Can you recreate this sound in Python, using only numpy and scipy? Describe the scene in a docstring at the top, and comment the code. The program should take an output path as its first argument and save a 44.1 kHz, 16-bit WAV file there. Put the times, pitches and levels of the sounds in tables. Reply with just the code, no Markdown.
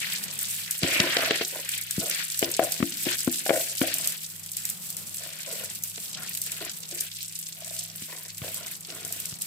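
"""Rice into a frying pot.

Wet raw rice is shaken and scraped from a plastic bowl into a pot of frying rice, close by.
Grains slide and patter; a wooden spatula knocks and rubs the bowl, driving its modes.
The oil fizzes with small bubbles and spits as water bursts in it. Kitchen machines hum faintly."""
import sys
import numpy as np
from scipy import signal
from scipy.fft import rfft, irfft, next_fast_len
from scipy.io import wavfile

SR = 44100
rng = np.random.default_rng(int(sys.argv[2]) if len(sys.argv) > 2 else 0)


def digitize_waveform(pressure):
    """Quantize a signal to 16-bit integers and store it at the path in sys.argv[1].

    Rows of a 2-D input are taken as channels; values are limited to [-1, 1].
    """
    field = np.atleast_2d(pressure).T
    bounded = np.clip(field, -1, 1)
    quanta = np.round(bounded * 32767).astype(np.int16)
    wavfile.write(sys.argv[1], SR, quanta)


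N = 417186

# spatula strokes (time [s], length [s], rice level [dB], rub level [dB], best excited pitch [Hz])
STROKES = [(0, 0.17, -34.5, -78, 500), (0.817, 0.2, -31, -31, 388), (0.986, 0.18, -31, -30.5, 394),
           (1.175, 0.2, -30, -32.5, 420), (1.321, .11, -33, -43, 477), (1.52, 0.14, -63, -39.5, 524),
           (1.612, 0.22, -40, -78, 490), (1.992, 0.19, -58, -39.5, 380), (2.1, 0.13, -33.5, -80, 400),
           (2.412, 0.15, -61, -36.5, 357), (2.595, 0.11, -46, -27.5, 625), (3.052, 0.1, -32, -37, 290),
           (3.485, 0.17, -60, -27, 537), (3.81, 0.12, -34, -32.5, 544), (3.934, 0.23, -40.5, -49, 443),
           (4.567, 0.14, -47.5, -85, 497), (5.18, 0.28, -45, -51.5, 920), (5.453, 0.28, -45.5, -43, 450),
           (6.158, 0.16, -44, -47.5, 1460), (6.447, 0.257, -41.5, -56, 460), (6.605, 0.1, -65, -38.5, 337),
           (6.904, 0.18, -46, -48, 367), (7.55, 0.49, -50.5, -52.5, 567), (8.075, 0.25, -54.5, -45, 980),
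           (8.423, 0.13, -44.5, -43.5, 450), (8.556, 0.18, -45.5, -47.5, 1070),
           (8.872, 0.41, -47.5, -46, 374)]
# stray grains between the rushes (time [s], level [dB])
TRICKLE = [(0, -41.5), (4.1, -44.5), (4.3, -55.5)]
# spectrum of running rice (frequency [Hz], relative density [dB])
RICE_SPECTRUM = [(800, -15), (1250, -15.5), (1420, -7.5), (1900, -2), (2800, 1), (4500, -2), (7000, -12),
                 (10000, -45)]
# rice pouring over the rim (time [s], resonance [Hz], level [dB])
POUR = [(0.83, 2290, -42), (0.97, 2400, -23.5), (1.06, 1940, -35), (1.23, 1680, -28), (1.42, 2360, -52)]
# blows on the bowl (time [s], peak [dB], best excited pitch [Hz], crack re peak [dB])
KNOCKS = [(0.831, -17.5, 170, 9.5), (1, -18, 192, 14), (1.167, -16.5, 500, 9), (1.308, -13.5, 450, 6.5),
          (1.411, -17.5, 450, -1), (1.98, -18, 191, -27), (2.426, -13.5, 414, 0.5),
          (2.593, -6.5, 640, -7.5), (2.802, -20, 236, -8), (2.826, -11.5, 238, -3),
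          (3.067, -18.5, 330, -12), (3.275, -12, 275, -10), (3.462, -21.5, 757, 1.5), (3.493, -14, 590, 0),
          (3.505, -7.5, 555, -8.5), (3.814, -13.5, 285, 1), (5.978, -37.5, 454, 9), (8.02, -36, 179, 4),
          (8.417, -29, 133, 2), (8.48, -32.5, 666, 6.5), (8.901, -40.5, 500, 17), (9.323, -35, 131, 1)]
# modes of the bowl (frequency [Hz], gain [dB], t60 [s])
BOWL_MODES = [(105, 5, 0.046), (195.5, -11, 0.042), (270, 3.5, 0.16), (346.6, 5.5, 0.17), (450, 8, 0.051),
              (534, 11.5, 0.047), (658.6, 14.5, 0.079), (756, 4, 0.18), (1010, 4.5, 0.044),
              (1440, 9, 0.046), (1940, 10, 0.0079)]
# where the bowl is held (time [s], left minus right [dB])
BOWL_PAN = [(0, 2), (1.5, 0.5), (2.4, 6), (9.46, 1.5)]
# fizz of the oil (time [s], level [dB])
FIZZ_LEVEL = [(0.0, -32.5), (0.66, -35.5), (1.16, -32), (1.5, -36), (2.47, -30.5), (4.06, -31.5),
              (4.32, -40.5), (4.69, -38.5), (7.88, -36), (8.01, -39.5), (9.46, -39.5)]
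# spectrum of frying as the microphone colours it, with the microphone's peak near 7.8 kHz and its fall above
# 15.7 kHz (frequency [Hz], relative density [dB])
MIC_COLOURED_FRYING = [(600, -53), (1400, -18), (2030, -13.5), (2450, -10.5), (5810, -7.5), (6690, -7),
                       (7850, -0.5), (9600, -6), (14600, -3.5), (15700, -16), (16500, -54)]
# water bursting in the oil (time [s], peak before colouring [dB])
SPITS = [(0.389, -12), (0.709, -8.5), (1.69, -12.5), (1.909, -10.5), (2.097, -11), (2.3, -16),
         (2.391, -9.5), (2.72, -10), (3.325, -12), (3.94, -9.5), (3.983, -11.5), (4.073, -7.5),
         (4.568, -12.5), (4.652, -11), (4.699, -12), (4.902, -15.5), (4.967, -12.5), (5.836, -11.5),
         (6.416, -12.5), (6.463, -16), (6.518, -14), (7.007, -11), (8.543, -13.5), (9.049, -15),
         (9.124, -14), (9.2, -15), (9.255, -17), (9.419, -13)]
# bubbles popping with no hiss after them (time [s], peak before colouring [dB])
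DRY_POPS = [(0.239, -10), (4.462, -15.5), (4.513, -39), (4.691, -13.5), (5.171, -17), (6.281, -25),
            (6.351, -11.5), (6.374, -10.5), (7.229, -12.5), (7.36, -33), (8.381, -17), (8.668, -16)]
# motor tones (frequency [Hz], peak [dB])
MOTOR_TONES = [(162.4, -54), (325, -71.5)]
# rumble of the room air (frequency [Hz], relative density [dB])
AIR_SPECTRUM = [(40, -11.5), (77, -20), (190, -4), (280, -22.5), (586, -20.5), (856, -23.5), (1500, -23),
                (1950, -115)]


def running_rice(spill_s=0.014):
    """Hard grains slide over the bowl and patter on the heap, running on after each stroke."""
    power = gain_of(curve(TRICKLE, column=1))[None] ** 2
    for start_s, length_s, db, _, _ in STROKES:
        rush = gain_of(db) * signal.windows.tukey(round((length_s + spill_s) * SR), 0.16)
        add(power, start_s, rush[None] ** 2)
    slide = stereo_noise(N, correlation=0.4) * gain_of(3 * flutter(0.01))
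    patter = crackle(per_s=350, spread_db=-0.5, lo_hz=1480, hi_hz=5280, clump_db=1.5,
                     snap_s=0.00035, rise_s=0.0021, half_width_oct=0.39, bands=5)
    return np.sqrt(power) * coloured(unit_rms(slide) + gain_of(-3.5) * patter, RICE_SPECTRUM)


def pouring_rice(width_hz=1200):
    """Dense grain taps through one broad resonance that follows the tilt of the bowl."""
    start, end = round(POUR[0][0] * SR), round(POUR[-1][0] * SR)
    taps = rng.standard_normal((2, end - start)) * (rng.random(end - start) < 0.05)
    carrier = np.exp(2j * np.pi * np.cumsum(curve(POUR, column=1)[start:end]) / SR)
    pole = np.exp(-np.pi * width_hz / SR)
    # shift down, low-pass, shift back: a moving band-pass
    baseband = signal.lfilter([1], np.convolve([1, -pole], [1, -pole]), taps / carrier)
    out = np.zeros((2, N))
    out[:, start:end] = unit_rms((carrier * baseband).real) * gain_of(curve(POUR, column=2)[start:end])
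    return out


def bowl_knocks(spread_oct=0.88, thud_s=0.0056, rise_s=0.0012, ring_db=-16, rattle_db=-28, rattle_s=0.14):
    """Each blow thuds at the pitch its spot favours, rings the modes near that pitch and cracks."""
    out, t = np.zeros((2, N)), np.arange(SR // 4) / SR
    hz, mode_db, t60_s = np.array(BOWL_MODES).T[:, :, None]
    detunes = 1 + 0.03 * rng.standard_normal((len(KNOCKS), len(BOWL_MODES), 1))  # grip shifts the modes
    for (start_s, db, best_hz, crack_db), detune in zip(KNOCKS, detunes):
        envelopes = nearness(hz, best_hz, spread_oct) * gain_of(mode_db + ring_db - 60 * t / t60_s)
        ring = (envelopes * np.sin(2 * np.pi * hz * detune * t)).sum(0)
        thud = np.exp(-t / thud_s) * np.minimum(t / rise_s, 1) * np.sin(2 * np.pi * best_hz * t)
        force = gain_of(rattle_db) * stereo_noise(len(t), correlation=0.77) * np.exp(-t / rattle_s)
        force[:, :40] += np.hanning(40)  # the blow; the shaken rice rattles on after it
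        blow = signal.fftconvolve(force, (ring + thud)[None], axes=1)
        blow = highpass(blow, best_hz / 3, order=2)  # thin plastic radiates little bass
        add(out, start_s, gain_of(db) * blow / abs(blow).max())
        crack_hz = 1980 * 2 ** (crack_db / 20)  # harder is brighter
        crack = burst(crack_hz, half_width_oct=0.72, snap_s=0.0025, rise_s=0.00071)
        add(out, start_s, gain_of(db + crack_db) * crack)
    return out


def bowl_rubbing(spread_oct=0.41, far_modes_db=-4.5, held_t60_ratio=0.56, fade_db=-5):
    """Uneven slips of the spatula drive the modes of the bowl, damped by the hand that holds it."""
    slips = stereo_noise(N, correlation=0.85) * gain_of(5 * flutter(0.0077))
    out = np.zeros((2, N))
    for start_s, length_s, _, db, best_hz in STROKES:
        force = slips[:, round(start_s * SR):][:, :round(length_s * SR)]
        grip_db = 3 * rng.standard_normal(len(BOWL_MODES))  # each grip frees other modes
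        body = np.zeros_like(force)
        for k, (hz, mode_db, t60_s) in enumerate(BOWL_MODES):
            drive = nearness(hz, best_hz, spread_oct) + gain_of(far_modes_db)
            mode = resonator(force, hz, held_t60_ratio * t60_s)
            body += (-1) ** k * gain_of(mode_db + grip_db[k]) * drive * mode
        progress = np.linspace(0, 1, force.shape[1])
        envelope = np.minimum(progress / 0.072, 1) * np.minimum((1 - progress) / 0.59, 1)
        add(out, start_s, gain_of(db + fade_db * progress) * envelope * unit_rms(body))
    return out


def oil_fizz():
    """Fine hiss that flares up, a crackle of small bubbles and puffs of steam."""
    hiss = rng.standard_normal((2, N)) * gain_of(1.5 * flutter(0.02) + 3.5 * flutter(0.1))
    bubbles = crackle(per_s=240, spread_db=5, lo_hz=3500, hi_hz=13500, clump_db=4,
                      snap_s=0.00015, rise_s=0.0001)
    puffs = crackle(per_s=60, spread_db=3, lo_hz=4000, hi_hz=13000, clump_db=3,
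                    snap_s=0.0008, rise_s=0.003)
    fizz = coloured(unit_rms(hiss) + gain_of(-1.5) * bubbles + puffs, MIC_COLOURED_FRYING)
    return gain_of(curve(FIZZ_LEVEL, column=1)) * fizz


def oil_spits(hiss_db=-19.5, hiss_s=0.047, hiss_rise_s=0.006):
    """Water bursts with a trailing hiss, other bubbles pop dry; both echo off the pot wall."""
    out, t = np.zeros((2, N)), np.arange(SR // 8) / SR
    hiss_envelope = np.exp(-t / hiss_s) * np.minimum(t / hiss_rise_s, 1)
    for start_s, db in SPITS:
        hz = 8500 * 2 ** (0.2 * rng.standard_normal())
        add(out, start_s, gain_of(db) * burst(hz, half_width_oct=0.82, snap_s=0.00089, rise_s=0.00078))
        add(out, start_s, gain_of(db + hiss_db) * rng.standard_normal((2, len(t))) * hiss_envelope)
    for start_s, db in DRY_POPS:
        pop = burst(5500, half_width_oct=1.8, snap_s=0.00015, rise_s=0.0001, echo_db=-10)
        add(out, start_s, gain_of(db) * pop)
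    return coloured(out, MIC_COLOURED_FRYING) * out.std()


def kitchen(pair_hz=100.4, beat_hz=1.51, air_db=-55):
    """Motor tones, the beat of two motors nearly in tune, and a low rumble of air."""
    t = np.arange(N) / SR
    hum = sum(gain_of(db + 1.1 * flutter(0.3)) * np.sin(2 * np.pi * hz * t) for hz, db in MOTOR_TONES)
    beat = 0.4 + 0.27 * np.cos(2 * np.pi * beat_hz * (t - 0.5))
    hum += gain_of(-50 + 1.5 * flutter(0.14)) * beat * np.sin(2 * np.pi * pair_hz * t)
    hum = np.array([hum, np.roll(hum, 20)]) * gain_of([[0.5], [-0.5]])  # from the left
    air = stereo_noise(N, correlation=0.33) * gain_of(4.3 * flutter(0.24))
    return hum + gain_of(air_db) * coloured(air, AIR_SPECTRUM)


def burst(hz, half_width_oct, snap_s, rise_s, echo_s=0.002, echo_db=-5):
    """One snap of band noise with an echo and a short tail; peak 1."""
    t = np.arange(1200) / SR
    snap = np.exp(-t / snap_s)
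    echo = gain_of(echo_db) * np.exp(-np.maximum(t - echo_s, 0) / snap_s) * (t >= echo_s)
    tail = gain_of(-16) * np.exp(-t / 0.007)
    noise = rng.standard_normal((2, len(t))) * (snap + echo + tail) * np.minimum(t / rise_s, 1)
    out = bandpass(noise, hz, half_width_oct)
    return out / abs(out).max()


def crackle(per_s, spread_db, lo_hz, hi_hz, clump_db, snap_s, rise_s, half_width_oct=0.6, bands=6):
    """Clumps of small noise bursts, varied in pitch and size; rms 1."""
    hits = rng.random(N) < per_s / SR * gain_of(clump_db * flutter(0.05))
    sizes = gain_of(spread_db * np.minimum(rng.exponential(1, N), 3)) * hits
    band_of_hit = rng.integers(0, bands, N)
    noise = rng.standard_normal((2, N))
    out, t = np.zeros((2, N)), np.arange(1200) / SR
    shape = (np.exp(-t / snap_s) + gain_of(-18) * np.exp(-t / 0.007)) * np.minimum(t / rise_s, 1)
    for k, hz in enumerate(np.geomspace(lo_hz, hi_hz, bands)):
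        envelope = signal.oaconvolve(sizes * (band_of_hit == k), shape)[:N]
        out += unit_rms(bandpass(noise * envelope, hz, half_width_oct))
    return unit_rms(out)


def resonator(x, hz, t60_s):
    """One two-pole mode; rms 1."""
    radius = np.exp(-np.log(1000) / t60_s / SR)
    poles = [1, -2 * radius * np.cos(2 * np.pi * hz / SR), radius ** 2]
    return unit_rms(signal.lfilter([1, 0, -1], poles, x))


def nearness(hz, best_hz, spread_oct):
    return np.exp(-(np.log2(hz / best_hz) / spread_oct) ** 2)


def bandpass(x, hz, half_width_oct):
    edges_hz = np.clip(hz * 2 ** (half_width_oct * np.array([-1, 1])), 100, 20000)
    return signal.sosfilt(signal.butter(2, edges_hz, "bandpass", fs=SR, output="sos"), x)


def highpass(x, hz, order):
    return signal.sosfilt(signal.butter(order, hz, "highpass", fs=SR, output="sos"), x)


def coloured(x, spectrum):
    """x filtered by (frequency [Hz], gain [dB]) points; rms 1."""
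    size = next_fast_len(x.shape[-1])
    hz, db = np.transpose(spectrum)
    gains = gain_of(np.interp(np.log(np.fft.rfftfreq(size, 1 / SR) + 1), np.log(hz + 1), db))
    return unit_rms(irfft(rfft(x, size) * gains, size)[..., :x.shape[-1]])


def flutter(drift_s, hop=32):
    """Smooth random drift; rms 1."""
    steps = rng.standard_normal(N // hop + 2)
    kernel = signal.windows.hann(max(round(2 * drift_s * SR / hop), 3))
    drift = unit_rms(signal.oaconvolve(steps, kernel, "same"))
    return np.interp(np.arange(N) / hop, np.arange(len(steps)), drift)


def stereo_noise(samples, correlation):
    left, other = rng.standard_normal((2, samples))
    return np.array([left, correlation * left + np.sqrt(1 - correlation ** 2) * other])


def curve(rows, column):
    """One column of a time table at every sample."""
    return np.interp(np.arange(N) / SR, [row[0] for row in rows], [row[column] for row in rows])


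def add(mix, start_s, sound):
    part = mix[:, round(start_s * SR):][:, :sound.shape[1]]
    part += sound[:, :part.shape[1]]


def gain_of(db):
    return 10 ** (np.asarray(db) / 20)


def unit_rms(x):
    return x / np.sqrt(np.mean(x ** 2) + 1e-20)


def scene():
    """The moving bowl over the frying pot and the kitchen hum."""
    pot = oil_fizz() + oil_spits()
    bowl = running_rice() + pouring_rice() + bowl_rubbing() + bowl_knocks()
    left_db = curve(BOWL_PAN, column=1) / 2
    return bowl * gain_of([left_db, -left_db]) + pot + kitchen()


def record(dry):
    """Two small microphones: the right hears 4 samples later; both lose deep bass and top treble."""
    mics = np.array([dry[0], np.pad(dry[1], (4, 0))[:N]])
    mics = highpass(mics, hz=80, order=3)
    lowpass = signal.firwin(511, 16600, window=("kaiser", 9), fs=SR)
    return signal.oaconvolve(mics, lowpass[None], "same")


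dry = scene()
out = record(dry)
digitize_waveform(out)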